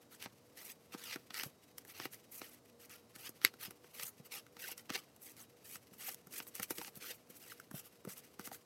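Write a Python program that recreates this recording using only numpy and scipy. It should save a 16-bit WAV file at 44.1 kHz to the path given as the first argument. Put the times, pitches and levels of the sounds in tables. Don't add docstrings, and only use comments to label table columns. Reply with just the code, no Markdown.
import sys
import numpy as np
from scipy import signal
from scipy.fft import rfft, irfft
from scipy.io import wavfile

SR = 44100
rng = np.random.default_rng(int(sys.argv[2]) if len(sys.argv) > 2 else 0)


def to_wav(sig):
    pcm = np.clip(np.atleast_2d(sig), -1, 1) * 32767
    pcm = np.round(pcm).astype(np.int16)
    wavfile.write(sys.argv[1], SR, pcm.T)


N = 381509
TIME = np.arange(N) / SR
MID_HZ, TREBLE_HZ, BODY_HZ = (1400, 6000), (6000, 17000), (550, 1400)


def from_db(db):
    return 10 ** (np.asarray(db) / 20)


def rms_one(x):
    return x / np.sqrt(np.mean(x ** 2) + 1e-20)


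def unit_energy(x):
    return x / np.linalg.norm(x)


def drift(rate_hz):
    knots = rng.standard_normal(N // 8)
    return rms_one(np.interp(TIME * rate_hz, np.arange(len(knots)), knots))


def response(spectrum, band_hz=None, size=2048):
    hz, db = np.transpose(spectrum)
    grid_hz = np.maximum(np.arange(size // 2 + 1) * SR / size, 1)
    grid_db = np.interp(np.log(grid_hz), np.log(hz), db)
    cepstrum = irfft(np.log(from_db(grid_db)))
    pulse = irfft(np.exp(rfft(2 * cepstrum[:size // 2], size)))
    if band_hz is not None:
        pulse = signal.sosfilt(signal.butter(3, band_hz, "band", fs=SR, output="sos"), pulse)
    return unit_energy(pulse)


def through(x, pulse):
    return signal.oaconvolve(x, pulse)[:N]


def add(track, start_s, sound):
    start = int(np.clip(round(start_s * SR), 0, N))
    track[start:start + len(sound)] += sound[:N - start]


def grains(per_s, spread_db, hiss_share):
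    size_db = spread_db * np.minimum(rng.exponential(1, N), 4)
    sizes = from_db(size_db) * rng.choice([-1, 1], N)
    clicks = rms_one(sizes * (rng.random(N) < per_s / SR))
    return np.sqrt(1 - hiss_share) * clicks + np.sqrt(hiss_share) * rng.standard_normal(N)


def burst(decay_s, size=512):
    return unit_energy(rng.standard_normal(size) * np.exp(-np.arange(size) / SR / decay_s))


# frequency in Hz, relative density in dB per Hz.
AIR_SPECTRUM = [(15, -65), (25, -33.5), (89, -4.5), (263, -6), (427, -6), (463, -6.5), (641, -9),
                (840, -14.5), (1190, -16.5), (1700, -23), (3520, -27), (3920, -25.5), (5140, -24.5),
                (7110, -26.5), (16000, -35)]


def room_air(level_db=-67.12):
    return from_db(level_db) * through(rng.standard_normal(N), response(AIR_SPECTRUM, size=8192))


# frequency in Hz, rms level in dB before wavering.
HUM_TONES = [(116, -80.5), (238, -79.5), (290, -80.5), (481, -75), (3843, -89.5)]


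def machine_hum(waver=0.5, wander_rad=1.5):
    out = np.zeros(N)
    for hz, db in HUM_TONES:
        level = from_db(db) * np.sqrt(2) * (1 + waver * drift(11))
        wander = wander_rad * (drift(22) + 2 * drift(3.2))
        out += level * np.sin(2 * np.pi * hz * TIME + wander)
    return out


# frequency in Hz, relative density in dB per Hz.
PAPER_SPECTRUM = [(200, -15), (600, -16.5), (850, -11), (1000, -14.5), (1300, -5.5), (2100, -2), (2850, 0),
                  (3600, -5.5), (6000, -3), (7300, -9.5), (8000, -5.5), (9600, -7), (11000, -4),
                  (13500, -2.5), (16000, -12)]


def fidgeting(level_db=-75.0, spread_db=5.0, rate_hz=70):
    grip = from_db(spread_db * np.clip(drift(rate_hz), -3, 1.8))
    rustle = grip * grains(per_s=1000, spread_db=-0.5, hiss_share=0.43)
    return from_db(level_db) * through(rustle, response(PAPER_SPECTRUM, (700, 15000)))


# start in seconds, length in seconds, final mid-band level in dB before trims,
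# treble in dB relative to mid before trims.
PULLS = [(0.201, 0.046, -51.5, -4.5), (0.983, 0.16, -48, -4), (1.345, 0.065, -43.5, -4),
         (1.948, 0.11, -50.5, -4), (3.187, 0.088, -53.5, 0.5), (3.606, 0.052, -46.5, -1),
         (3.947, 0.086, -50, 1), (4.927, 0.029, -39, -8), (5.649, 0.11, -57.5, 7), (5.995, 0.1, -50, 3),
         (6.323, 0.065, -50.5, 5.5), (7.013, 0.1, -46.5, -2.5), (7.407, 0.12, -57.5, 2)]
# start in seconds, length in seconds, mid-band level in dB before trims,
# treble in dB relative to mid before trims.
RUBS = [(0.117, 0.034, -62.5, 2.5), (0.572, 0.057, -57.5, 1), (0.648, 0.072, -58, 4),
        (0.926, 0.016, -52.5, -7), (1.429, 0.049, -61, 6.5), (1.88, 0.036, -61, 3), (2.13, 0.014, -54, 5.5),
        (2.323, 0.075, -64, 12), (2.42, 0.074, -63.5, 4), (2.515, 0.037, -67.5, 4),
        (2.804, 0.052, -65.5, 4.5), (2.901, 0.06, -61, -1), (3.154, 0.0086, -60, 3), (3.434, 0.04, -47, -5),
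        (4.054, 0.034, -57, 10.5), (4.253, 0.015, -64.5, 3), (4.322, 0.066, -50.5, -0.5),
        (4.595, 0.13, -53, 0.5), (4.776, 0.032, -64, 3), (4.966, 0.036, -62, 2), (5.219, 0.099, -66.5, 8.5),
        (5.372, 0.058, -64.5, 6.5), (5.935, 0.0089, -63.5, 5), (6.099, 0.039, -61.5, 9.5),
        (6.426, 0.011, -64, 10), (6.47, 0.017, -64.5, 11), (6.547, 0.039, -56, 3), (6.626, 0.012, -47, 4),
        (6.709, 0.0043, -47.5, 7), (6.75, 0.14, -59, 5.5), (6.959, 0.021, -62, 6), (7.129, 0.032, -73, 14),
        (7.303, 0.0072, -64, 5), (7.358, 0.017, -63, 8), (7.745, 0.058, -59.5, 6.5),
        (7.845, 0.029, -63.5, 3.5), (8.085, 0.05, -57, 3.5), (8.167, 0.028, -60.5, 6),
        (8.232, 0.025, -68, 0), (8.404, 0.012, -58.5, 3), (8.45, 0.023, -54.5, 6), (8.529, 0.029, -56, 6.5)]
ATTACK_S, RELEASE_S = 0.0099, 0.011
PULL_SWELL_DB, PULL_CURVE = 9.5, 1.63
RUB_ARCH_DB = 3
TREBLE_SWELL_SHARE = 0.73
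SETTLE_BELOW_DB, SETTLE_S = 20.5, 0.06


def stroke_levels(t):
    start, length, level, treble = np.transpose(PULLS + RUBS)[:, :, None]
    done = np.clip((t - start) / length, 0, 1)
    is_pull = np.arange(len(start))[:, None] < len(PULLS)
    pull_db = PULL_SWELL_DB * (1 - done ** PULL_CURVE)
    rub_db = RUB_ARCH_DB * (2 * done - 1) ** 2
    hold_db = np.where(is_pull, pull_db, rub_db)
    before, after = np.maximum(start - t, 0), np.maximum(t - start - length, 0)
    fall_db = np.minimum(10 * after / RELEASE_S, SETTLE_BELOW_DB + 10 * after / SETTLE_S)
    edges_db = 10 * before / ATTACK_S + fall_db
    return level - hold_db - edges_db, level + treble - TREBLE_SWELL_SHARE * hold_db - edges_db


def sliding(judder_db=1.9, judder_hz=260, colour_db=1.5, colour_hz=60, treble_db=-5.0, sheen_db=-1.5,
            body_db=-61.5, body_follows=0.76, firm_db=-49.5, flutter_db=-8.0):
    coarse = TIME[::32]
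    mid, treble = stroke_levels(coarse)
    body = body_db + body_follows * (mid - firm_db)
    judder = judder_db * drift(judder_hz)
    ranges = [(MID_HZ, mid), ((6000, 10500), treble + treble_db), ((10500, 17000), treble + sheen_db),
              (BODY_HZ, body), ((170, 550), body + flutter_db)]
    out = np.zeros(N)
    for band_hz, db in ranges:
        speed = np.interp(TIME, coarse, np.linalg.norm(from_db(db), axis=0))
        grip = rms_one(from_db(judder + colour_db * drift(colour_hz)))
        friction = speed * grip * grains(per_s=3500, spread_db=4.5, hiss_share=0.33)
        out += through(friction, response(PAPER_SPECTRUM, band_hz))
    return out


def between_sheets(x, echo=0.42, gap_s=.00062, sway=.4, sway_hz=14):
    for gap in gap_s, gap_s * np.e:
        lag_s = gap * np.exp(sway * drift(sway_hz))
        source = np.clip(np.arange(N) - np.round(lag_s * SR).astype(int), 0, N - 1)
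        x = (x - echo * x[source]) / np.hypot(1, echo)
    return x


def crinkles(count=5, level_db=7.5, spread_db=3.0, scatter=0.45, decay_s=.0007):
    out = np.zeros(N)
    for start, length, stroke_db, _ in PULLS + RUBS:
        for when, size, pitch in rng.standard_normal((count, 3)):
            hz = 4200 * 2 ** np.clip(pitch, -1.5, 1.2)
            band = signal.butter(1, [hz / 2, hz * 2], "band", fs=SR, output="sos")
            tick = unit_energy(signal.sosfilt(band, burst(decay_s)))
            db = stroke_db + level_db + spread_db * (when ** 2 - size)
            add(out, start + length / 2 * (1 + scatter * when), from_db(db) * tick)
    return out


# time in seconds, mid-band level in dB,
# treble level in dB, flap level in dB (levels before trims), flap frequency in Hz.
FLICKS = [(0.2251, -32, -42.5, -75, 466), (0.2593, -34.5, -66, -52, 250), (0.9464, -41.5, -63, -47.5, 252),
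          (1.1296, -31.5, -57, -74, 479), (1.159, -34.5, -45.5, -47.5, 308), (1.3059, -34.5, -55, -61, 242),
          (1.3974, -25.5, -56, -70, 415), (1.4348, -27, -35.5, -56.5, 293),
          (1.7823, -37.5, -38.5, -73, 180), (1.8502, -50, -52.5, -65, 466), (1.9998, -30, -51, -51, 366),
          (2.055, -30, -63, -48, 316), (2.4169, -33, -55, -54.5, 315), (3.1608, -42, -49, -61.5, 244),
          (3.2927, -57, -40, -57, 315), (3.416, -38, -54, -70, 310), (3.5392, -46, -57, -63, 468),
          (3.7082, -41.5, -44.5, -62, 400), (3.8437, -51, -65, -63, 457), (3.9973, -31, -43, -64, 463),
          (4.0338, -65, -36.5, -58, 173), (4.4655, -48.5, -61, -69, 250), (4.568, -42, -56.5, -63, 250),
          (4.7163, -67, -39.5, -60, 342), (4.779, -41.5, -42.5, -80, 460), (4.8957, -32.5, -52, -58, 474),
          (4.9022, -26.5, -44, -51.5, 243), (5.1634, -57, -55, -78, 199), (5.7564, -36, -54, -61.5, 172),
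          (6.2706, -55, -50, -59, 172), (6.4018, -30.5, -51, -56.5, 302), (6.553, -55, -36.5, -66, 479),
          (6.5977, -31.5, -37, -48, 220), (6.6306, -31.5, -32.5, -70, 476), (6.7071, -37.5, -32, -43, 336),
          (6.7832, -30.5, -38, -70, 377), (6.8146, -35, -48, -60, 312), (6.8473, -35, -61, -72, 301),
          (6.8796, -37.5, -50, -62, 238), (7.5994, -44.5, -48, -70, 366), (7.7125, -47, -48, -51, 256),
          (8.0505, -46.5, -48.5, -51, 380), (8.395, -39, -45, -48.5, 227), (8.4743, -39.5, -56, -54, 272),
          (8.5155, -44, -53, -60, 250)]


def flicking(decay_s=0.0012, mid_db=9.0, treble_db=17.0, body_db=19.0, scrape_db=-4.0,
             lead_s=.003, trail_s=0.0076, size=900):
    out, t = np.zeros(N), np.arange(-size, size) / SR
    ranges = [response(PAPER_SPECTRUM, band_hz) for band_hz in (MID_HZ, TREBLE_HZ, BODY_HZ)]
    for s, mid, treble, flap, _ in FLICKS:
        scrape_shape = np.exp(-np.abs(t) / np.where(t < 0, lead_s, trail_s))
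        scrape = unit_energy(rng.standard_normal(len(t)) * scrape_shape)
        release = np.pad(burst(decay_s, size=size), (size, 0))
        slips = release + from_db(scrape_db) * scrape
        levels_db = (mid + mid_db, treble + treble_db, (mid + flap) / 2 + body_db)
        for pulse, db in zip(ranges, levels_db):
            add(out, s + t[0], from_db(db) * unit_energy(signal.fftconvolve(slips, pulse)))
    return out


# time in seconds, level in dB before trim, swing frequency in Hz.
DROPS = [(1.459, -42.5, 153), (3.445, -35.5, 340), (3.679, -47.5, 200), (4.198, -47, 170),
         (4.906, -37.5, 257), (5.918, -51, 218), (6.97, -46.5, 215), (7.3, -51, 237), (7.74, -38.5, 175),
         (8.072, -36.5, 203)]


def flapping(flick_cycles=0.61, drop_cycles=0.67, sag=0.27, ragged=0.26, flick_db=6.0, drop_db=-3.0,
             thud_db=-14.0, thud_hz=135, thud_s=0.0052, size=4000):
    out, t = np.zeros(N), np.arange(size) / SR
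    dull = signal.butter(2, [150, 650], "band", fs=SR, output="sos")
    swings = [(s, flap + flick_db, hz, flick_cycles) for s, _, _, flap, hz in FLICKS]
    swings += [(s, db + drop_db, hz, drop_cycles) for s, db, hz in DROPS]
    for s, db, hz, cycles in swings:
        age = t * hz / cycles
        swing_hz = hz * (1 + sag * (np.exp(1 - age) - 1) / 2)
        swing = np.sin(2 * np.pi * np.cumsum(swing_hz) / SR)
        wobble = rms_one(signal.sosfilt(dull, rng.standard_normal(size)))
        flap = age * np.exp(1 - age) * (swing + ragged * wobble)
        wad_hz = thud_hz * np.exp(0.16 * rng.standard_normal())
        thud_shape = t / thud_s * np.exp(1 - t / thud_s)
        thud = thud_shape * np.sin(2 * np.pi * (wad_hz * t + rng.random()))
        add(out, s, from_db(db) * (flap + from_db(thud_db) * thud))
    return out


# time in seconds, level in dB before trim.
SNAPS = [(3.4488, 6), (3.4493, -15)]
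# frequency in Hz, level in dB, 60 dB decay time in seconds.
SNAP_MODES = [(1300, -18.5, 0.0056), (2130, -14, 0.011), (2800, -40, 0.0056), (3805, -17, 0.0062),
              (4500, -30.5, 0.0037), (5240, -25.5, 0.014), (6650, -30, 0.019), (7620, -19, 0.0071),
              (10850, -13, 0.0035), (11400, -11, 0.0039), (13840, -23, .006)]
# frequency in Hz, relative density in dB per Hz.
CRACK_SPECTRUM = [(40, -42.5), (200, -69), (800, -2), (1200, -3), (2100, 4), (3200, 10), (4700, 10),
                  (6000, -3), (8000, 7), (9500, -14), (11200, 16), (13500, -3.5), (16000, -7.5)]


def snapping(crack_db=-6.5, decay_s=0.0011, low_hz=1150, size=3000):
    out, t = np.zeros(N), np.arange(size) / SR
    for s, db in SNAPS:
        slips = burst(decay_s)
        slips[0] = 1
        crack = unit_energy(signal.fftconvolve(slips, response(CRACK_SPECTRUM)))
        add(out, s, from_db(db + crack_db) * crack)
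    ring = np.zeros(size)
    for k, (hz, db, t60_s) in enumerate(SNAP_MODES):
        ring += (-1) ** k * from_db(db - 60 * t / t60_s) * np.sin(2 * np.pi * hz * t)
    no_bass = signal.butter(4, low_hz, "high", fs=SR, output="sos")
    add(out, SNAPS[0][0], signal.sosfilt(no_bass, ring))
    return signal.sosfilt([[-.55, 1, 0, 1, -.55, 0]] * 3, out)


# centre time in seconds, peak level in dB before trim, centre frequency in Hz,
# time from peak to 1/e in seconds.
CURLS = [(4.647, -49, 1610, 0.0075), (4.691, -50, 840, 0.0034), (6.087, -47, 780, 0.0039),
         (6.792, -50, 325.5, 0.012), (6.817, -47, 890, 0.004), (7.522, -47, 1454, 0.0032),
         (7.601, -48.5, 1470, 0.0024), (8.519, -43.5, 740, 0.0025)]


def hooting(level_db=1.0, width_hz=150, glide=.16, size=4096):
    out, t = np.zeros(N), (np.arange(size) - size // 2) / SR
    for s, db, hz, length in CURLS:
        knots = rng.standard_normal(size // 8)
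        wander_rad = np.interp((t - t[0]) * width_hz * 2, np.arange(len(knots)), knots)
        pitch_hz = hz * np.exp(-glide * np.clip(t / length, -2, 2))
        phase = 2 * np.pi * np.cumsum(pitch_hz) / SR
        swell = from_db(db + level_db) * np.exp(-(t / length) ** 2)
        add(out, s + t[0], swell * np.sin(phase + wander_rad))
    return out


# frequency in Hz, bandwidth in Hz, gain at resonance in dB.
SYMPATHY = [(376, 28, 1.5), (478, 31.3, 5), (2000, 230, -6), (3520, 20, -9), (4220, 20, -3),
            (4240, 15, -15), (4620, 34, 0), (7980, 60, 0.5), (10690, 61, -15.5)]


def room(x, near_db=-18.0, near_t60_s=0.066, far_db=-51.0, far_t60_s=0.19, wall_hz=6000, size=16000):
    t, echoes = np.arange(size) / SR, np.zeros(size)
    absorb = signal.butter(2, wall_hz, fs=SR, output="sos")
    for db, t60_s in (near_db, near_t60_s), (far_db, far_t60_s):
        scatter = rng.standard_normal(size) * from_db(-60 * t / t60_s) * (t > .003)
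        echoes += from_db(db) * unit_energy(signal.sosfilt(absorb, scatter))
    for hz, width_hz, db in SYMPATHY:
        ring = np.exp(-np.pi * width_hz * t) * np.cos(2 * np.pi * hz * t)
        echoes += from_db(db) * 2 * np.pi * width_hz / SR * ring
    return x + through(x, echoes)


def scene():
    strokes = between_sheets(sliding()) + crinkles() + fidgeting()
    notes = strokes + flicking() + flapping() + snapping() + hooting()
    return (room(notes) + room_air() + machine_hum())[None]


def record(dry, bass_cut_hz=72, top_cut_hz=15900):
    thin = signal.sosfilt(signal.butter(2, bass_cut_hz, "high", fs=SR, output="sos"), dry)
    return signal.sosfilt(signal.ellip(10, .1, 70, top_cut_hz, fs=SR, output="sos"), thin)


dry = scene()
out = record(dry)
to_wav(out)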